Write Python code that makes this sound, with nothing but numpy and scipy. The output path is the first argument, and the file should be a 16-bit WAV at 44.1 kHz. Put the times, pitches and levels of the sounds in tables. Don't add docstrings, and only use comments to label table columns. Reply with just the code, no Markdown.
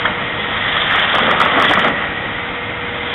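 import sys
import numpy as np
from scipy import signal
from scipy.fft import rfft, irfft
from scipy.io import wavfile

SR = 44100
rng = np.random.default_rng(int(sys.argv[2]) if len(sys.argv) > 2 else 0)


def wav_record(signal):
    frames = np.transpose(np.atleast_2d(signal))
    bounded = np.clip(frames, -1, 1)
    quanta = np.round(bounded * 32767).astype(np.int16)
    wavfile.write(sys.argv[1], SR, quanta)


N = 138474


def undb(db):
    return 10 ** (np.asarray(db) / 20)


def unit(x):
    return x / np.sqrt(np.mean(np.abs(x) ** 2))


def curve(rows, axis=1):
    rows = np.array(rows, float)
    return np.interp(np.arange(N) / SR, rows[:, 0], rows[:, axis])


def colour(x, points):
    hz, db = np.array(points, float).T
    f = np.maximum(np.arange(N // 2 + 1) * SR / N, 1e-3)
    low_cut = np.minimum(f / hz[0], 1) ** 2
    eq = undb(np.interp(np.log(f), np.log(hz), db))
    return unit(irfft(rfft(x) * low_cut * eq, N))


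def drift(rate_hz):
    f = np.arange(N // 2 + 1) * SR / N
    smoothing = np.exp(-.5 * (f / rate_hz) ** 2) * (f > 0)
    return unit(irfft(rfft(rng.standard_normal(N)) * smoothing, N))


def tone(hz, width_hz, rough):
    blur = 1 + rough * (drift(width_hz) + 1j * drift(width_hz))
    cycles = np.cumsum(hz * np.ones(N)) / SR
    return unit(np.real(blur * np.exp(2j * np.pi * cycles)))


def grains(per_s, spread_db):
    hit = rng.random(N) < per_s / SR
    polarity = np.sign(rng.standard_normal(N))
    return hit * polarity * undb(spread_db * np.minimum(rng.exponential(size=N), 4))


# multiple of the crank speed, level/dB
ENGINE_ORDERS = [(4, -48), (5, -43.5), (6, -42), (10, -44), (15, -51.5)]

def diesel(crank_hz=17.65):
    hz = crank_hz * (1 + 0.0022 * drift(4.1))
    return sum(undb(db) * tone(order * hz, width_hz=7.8, rough=0.4) for order, db in ENGINE_ORDERS)


# f/Hz, level/dB, width/Hz
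BLADE_TONES = [(480.2, -35, 1.3), (810, -42.5, 8.8), (954, -41, 3.1), (1420, -52, 5), (2364, -44, 11),
               (2480, -51, 4)]
# t/s, level/dB
WHINE_RIDE = [(0, -40), (.3, -28.5), (.9, -31), (1.7, -28), (2.3, -32), (3.14, -38)]

def fan(whine_hz=1880):
    speed = 1 + .0012 * drift(1.7)
    blades = sum(undb(db) * tone(hz * speed, width, rough=0.28) for hz, db, width in BLADE_TONES)
    whine = undb(curve(WHINE_RIDE)) * tone(whine_hz, width_hz=6.2, rough=0.073)
    return blades + whine


# t/s, f/Hz, level/dB
WHISTLE_PATH = [(0, 2165, -38), (.25, 2135, -32.5), (.45, 2055, -32), (.68, 2015, -25.5), (.9, 2003, -37),
                (1.45, 2005, -29), (1.9, 1948, -25.5), (2.02, 1934, -31), (2.3, 1943, -31.5),
                (2.4, 2003, -25), (2.5, 2118, -38.5), (2.73, 2086, -31), (2.83, 2163, -35.5),
                (3.05, 2080, -34), (3.14, 2090, -35)]

def whistle():
    hz = curve(WHISTLE_PATH) * (1 + .004 * drift(6.85))
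    return undb(curve(WHISTLE_PATH, axis=2)) * tone(hz, width_hz=45, rough=0.93)


# f/Hz, relative level/dB
ROAR_EQ = [(20, -13.5), (45, -2), (70, -7), (110, -1), (155, 1), (220, 0.5), (300, -0.5), (400, -6.5),
           (520, -1), (750, -2), (900, -2), (1040, -5), (1250, 0.5), (1650, -3.5), (2050, 1), (2300, -3.5),
           (2750, -8.5), (3200, -5), (3550, -10), (3800, -12.5)]
# t/s, level/dB
ROAR_RIDE = [(0, -19), (.6, -21), (1.9, -21), (2.3, -21.5), (2.6, -22), (3.14, -22)]

def air():
    roar = colour(rng.standard_normal(N), ROAR_EQ)
    flutter_db = .5 * drift(16)
    return roar * undb(curve(ROAR_RIDE) + flutter_db)


# f/Hz, relative level/dB
SAND_EQ = [(2000, -25), (2800, -20.5), (3100, -3), (3330, -3), (3550, -4.5), (3800, -14.5)]
# t/s, level/dB
SAND_RIDE = [(0, -25.5), (.15, -35), (.4, -24), (.66, -19), (.78, -17), (.87, -17.5), (.97, -16),
             (1.08, -18.5), (1.16, -17), (1.3, -21), (1.6, -22), (1.67, -15), (1.75, -21), (1.86, -21),
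             (1.95, -35), (2.8, -37), (3.1, -24)]

def sand():
    spray = grains(per_s=6000, spread_db=1.5) * undb(2.0 * drift(39))
    return colour(spray, SAND_EQ) * undb(curve(SAND_RIDE))


# f/Hz, relative level/dB
WALL_EQ = [(300, -19.5), (600, -7.5), (1000, -7), (1280, -0.5), (1550, -4), (1850, -1), (2200, -4.5),
           (2550, -11), (2900, -8), (3800, -26.5)]
# t/s, level/dB
GRIT_RIDE = [(0, -26), (.07, -22), (.14, -31), (.3, -33), (.6, -22), (.85, -18), (.97, -15), (1.1, -17),
             (1.5, -18.5), (1.68, -15.5), (1.77, -19), (1.88, -16), (1.94, -32), (2.02, -21), (2.1, -31.5),
             (2.7, -48.5), (3.14, -25)]

def grit():
    spray = grains(per_s=7000, spread_db=2.0) * undb(1.2 * drift(60))
    return colour(spray, WALL_EQ) * undb(curve(GRIT_RIDE))


# f/Hz, relative level/dB
SOIL_EQ = [(80, -23), (150, -4), (235, -3.5), (370, -3.5), (500, 1), (700, 2.5), (1000, -4), (1280, 4),
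           (1600, -8), (2300, -25.5), (3500, -31.5)]
# t/s, level/dB
SOIL_RIDE = [(0, -54), (1.11, -36.5), (1.15, -15), (1.22, -23), (1.29, -14.5), (1.385, -22), (1.425, -16),
             (1.515, -21.5), (1.575, -13), (1.68, -22.5), (1.715, -14.5), (1.745, -27.5), (1.78, -15),
             (1.81, -28), (1.86, -16), (1.94, -28), (2.15, -41), (3.14, -53)]

def soil():
    splatter = grains(per_s=3000, spread_db=2.5) * undb(0.98 * drift(45))
    return colour(splatter, SOIL_EQ) * undb(curve(SOIL_RIDE))


# peak t/s, level/dB, f/Hz, half length/s
CLOD_BOOMS = [(1.25, -28, 216.8, 0.057), (1.29, -18, 503, 0.013), (1.566, -23, 265.3, 0.012),
              (1.652, -22.5, 226, .012), (1.711, -22.5, 303.5, 0.013), (1.79, -25, 214, 0.021),
              (1.895, -22.5, 235, .025)]

def clods():
    t, out = np.arange(N) / SR, np.zeros(N)
    for peak, db, hz, half_length in CLOD_BOOMS:
        swell = np.exp(-.5 * ((t - peak) / half_length) ** 2)
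        out += undb(db) * swell * tone(hz, width_hz=45, rough=.9)
    return out


# t/s, level/dB
PEBBLE_HITS = [(.767, -9), (.996, -13), (1.159, -9.5), (1.219, -12), (1.642, -11), (1.652, -11),
               (1.682, -10), (1.694, -7.5)]

def pebbles(ring_hz=3264, scatter=0.026, attack_s=0.0013, decay_s=0.0022):
    out, t = np.zeros(N + SR), np.arange(SR // 16) / SR
    envelope = (1 - np.exp(-(t / attack_s) ** 2)) * np.exp(-t / decay_s)
    for (start, db), (detune, phase) in zip(PEBBLE_HITS, rng.standard_normal((len(PEBBLE_HITS), 2))):
        i = int(start * SR)
        hz = ring_hz * (1 + scatter * detune)
        ring = np.sin(2 * np.pi * (hz * t + phase))
        out[i:i + len(t)] += undb(db) * envelope / envelope.max() * ring
    return out[:N]


# t/s, level/dB, ring f/Hz, decay/s
STONE_HITS = [(0.0513, -7, 1360, .0022), (0.0547, -5, 1810, 0.0049), (0.0772, -12.5, 1100, 0.00098),
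              (.767, -8, 1340, 0.0036), (.9095, -8.5, 1780, 0.0016), (.9265, -18, 1900, .003),
              (.949, -10, 1300, .0025), (.984, -13, 1820, .007), (0.997, -14, 1730, .0025),
              (1.15, -9.5, 1890, .0028), (1.183, -7, 1240, .0025), (1.191, -7, 1260, 0.0018),
              (1.291, -15, 1280, 0.0038), (1.311, -5, 1396, 0.0045), (1.402, 0, 1420, 0.0022),
              (1.414, 0.5, 1390, 0.0033), (1.46, -4, 1370, 0.0024), (1.599, -5.5, 1315, 0.0033),
              (1.624, -4, 1217, .0042), (1.647, -9.5, 1924, .006), (1.71, -4, 1340, 0.0026),
              (1.7355, -5.5, 1980, .0024), (1.7733, -8.5, 1260, .0024), (1.793, -3.5, 1360, 0.0018),
              (1.845, -9.5, 1335, .004), (1.882, -10, 1280, 0.002)]

def stones(attack_s=0.0013, chirp_s=0.0012, chirp_depth=0.696, click_hz=3274, rattle_s=0.013):
    out, t = np.zeros(N + SR), np.arange(SR // 8) / SR
    wall = colour(rng.standard_normal(N), WALL_EQ)
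    attack = 1 - np.exp(-(t / attack_s) ** 2)
    for (start, db, hz, decay), phase in zip(STONE_HITS, rng.random((len(STONE_HITS), 2))):
        i = int(start * SR)
        envelope = attack * np.exp(-t / decay)
        cycles = np.cumsum(hz * (1 - chirp_depth * np.exp(-t / chirp_s))) / SR
        ring = np.sin(2 * np.pi * (cycles + phase[0]))
        click = undb(-10.5) * np.sin(2 * np.pi * (click_hz * t + phase[1]))
        rattle = undb(-11) * attack * np.exp(-t / rattle_s) * wall[i:i + len(t)]
        out[i:i + len(t)] += undb(db) * (envelope / envelope.max() * (ring + click) + rattle)
    return out[:N]


def scene():
    bed = diesel() + fan() + whistle() + air()
    load = sand() + grit() + soil() + stones() + pebbles() + clods()
    return (bed + load)[None]


# t/s, relative level/dB
CRACKLE_CUES = [(0.9106, -41), (0.9266, -35), (0.96, -32), (0.997, -34), (1.1518, -27.5), (1.1845, -30),
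                (1.3119, -27), (1.4023, -20), (1.4162, -22), (1.4523, -31.5), (1.5982, -25.5), (1.624, -23),
                (1.6492, -24), (1.695, -26.5), (1.7113, -25), (1.736, -18.5), (1.7935, -20.5),
                (1.846, -30.5), (1.8823, -35)]
# f/Hz, relative level/dB
CRACKLE_EQ = [(4000, 2.5), (6000, -1.5), (11000, -11.5), (14000, -22)]

def crackle(crack_s=0.00059, rasp_s=0.0064):
    t, envelope = np.arange(N) / SR, np.zeros(N)
    for start, db in CRACKLE_CUES:
        age = np.maximum(t - start, 0)
        attack = np.exp(-np.maximum(start - t, 0) / crack_s)
        tail = np.exp(-age / crack_s) + undb(-12.5) * np.exp(-age / rasp_s)
        envelope += undb(db) * attack * tail
    fizz = rng.standard_normal(N) * undb(3.1 * drift(300))
    return undb(-3.5) * envelope * colour(fizz, CRACKLE_EQ)


def mic_band(x, edge_hz=3860):
    f = np.arange(N // 2 + 1) * SR / N
    return irfft(rfft(x) / np.sqrt(1 + (f / edge_hz) ** 48), N)


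def record(dry):
    knee, ceiling, top_hz = 0.55, 0.63, 15800
    heard = mic_band(dry)
    below_knee = np.clip(heard, -knee, knee)
    headroom = ceiling - knee
    clipped = below_knee + headroom * np.tanh((heard - below_knee) / headroom)
    top_cut = signal.ellip(8, .2, 70, top_hz, fs=SR, output="sos")
    return signal.sosfilt(top_cut, mic_band(clipped) + crackle())


dry = scene()
out = record(dry)
wav_record(out)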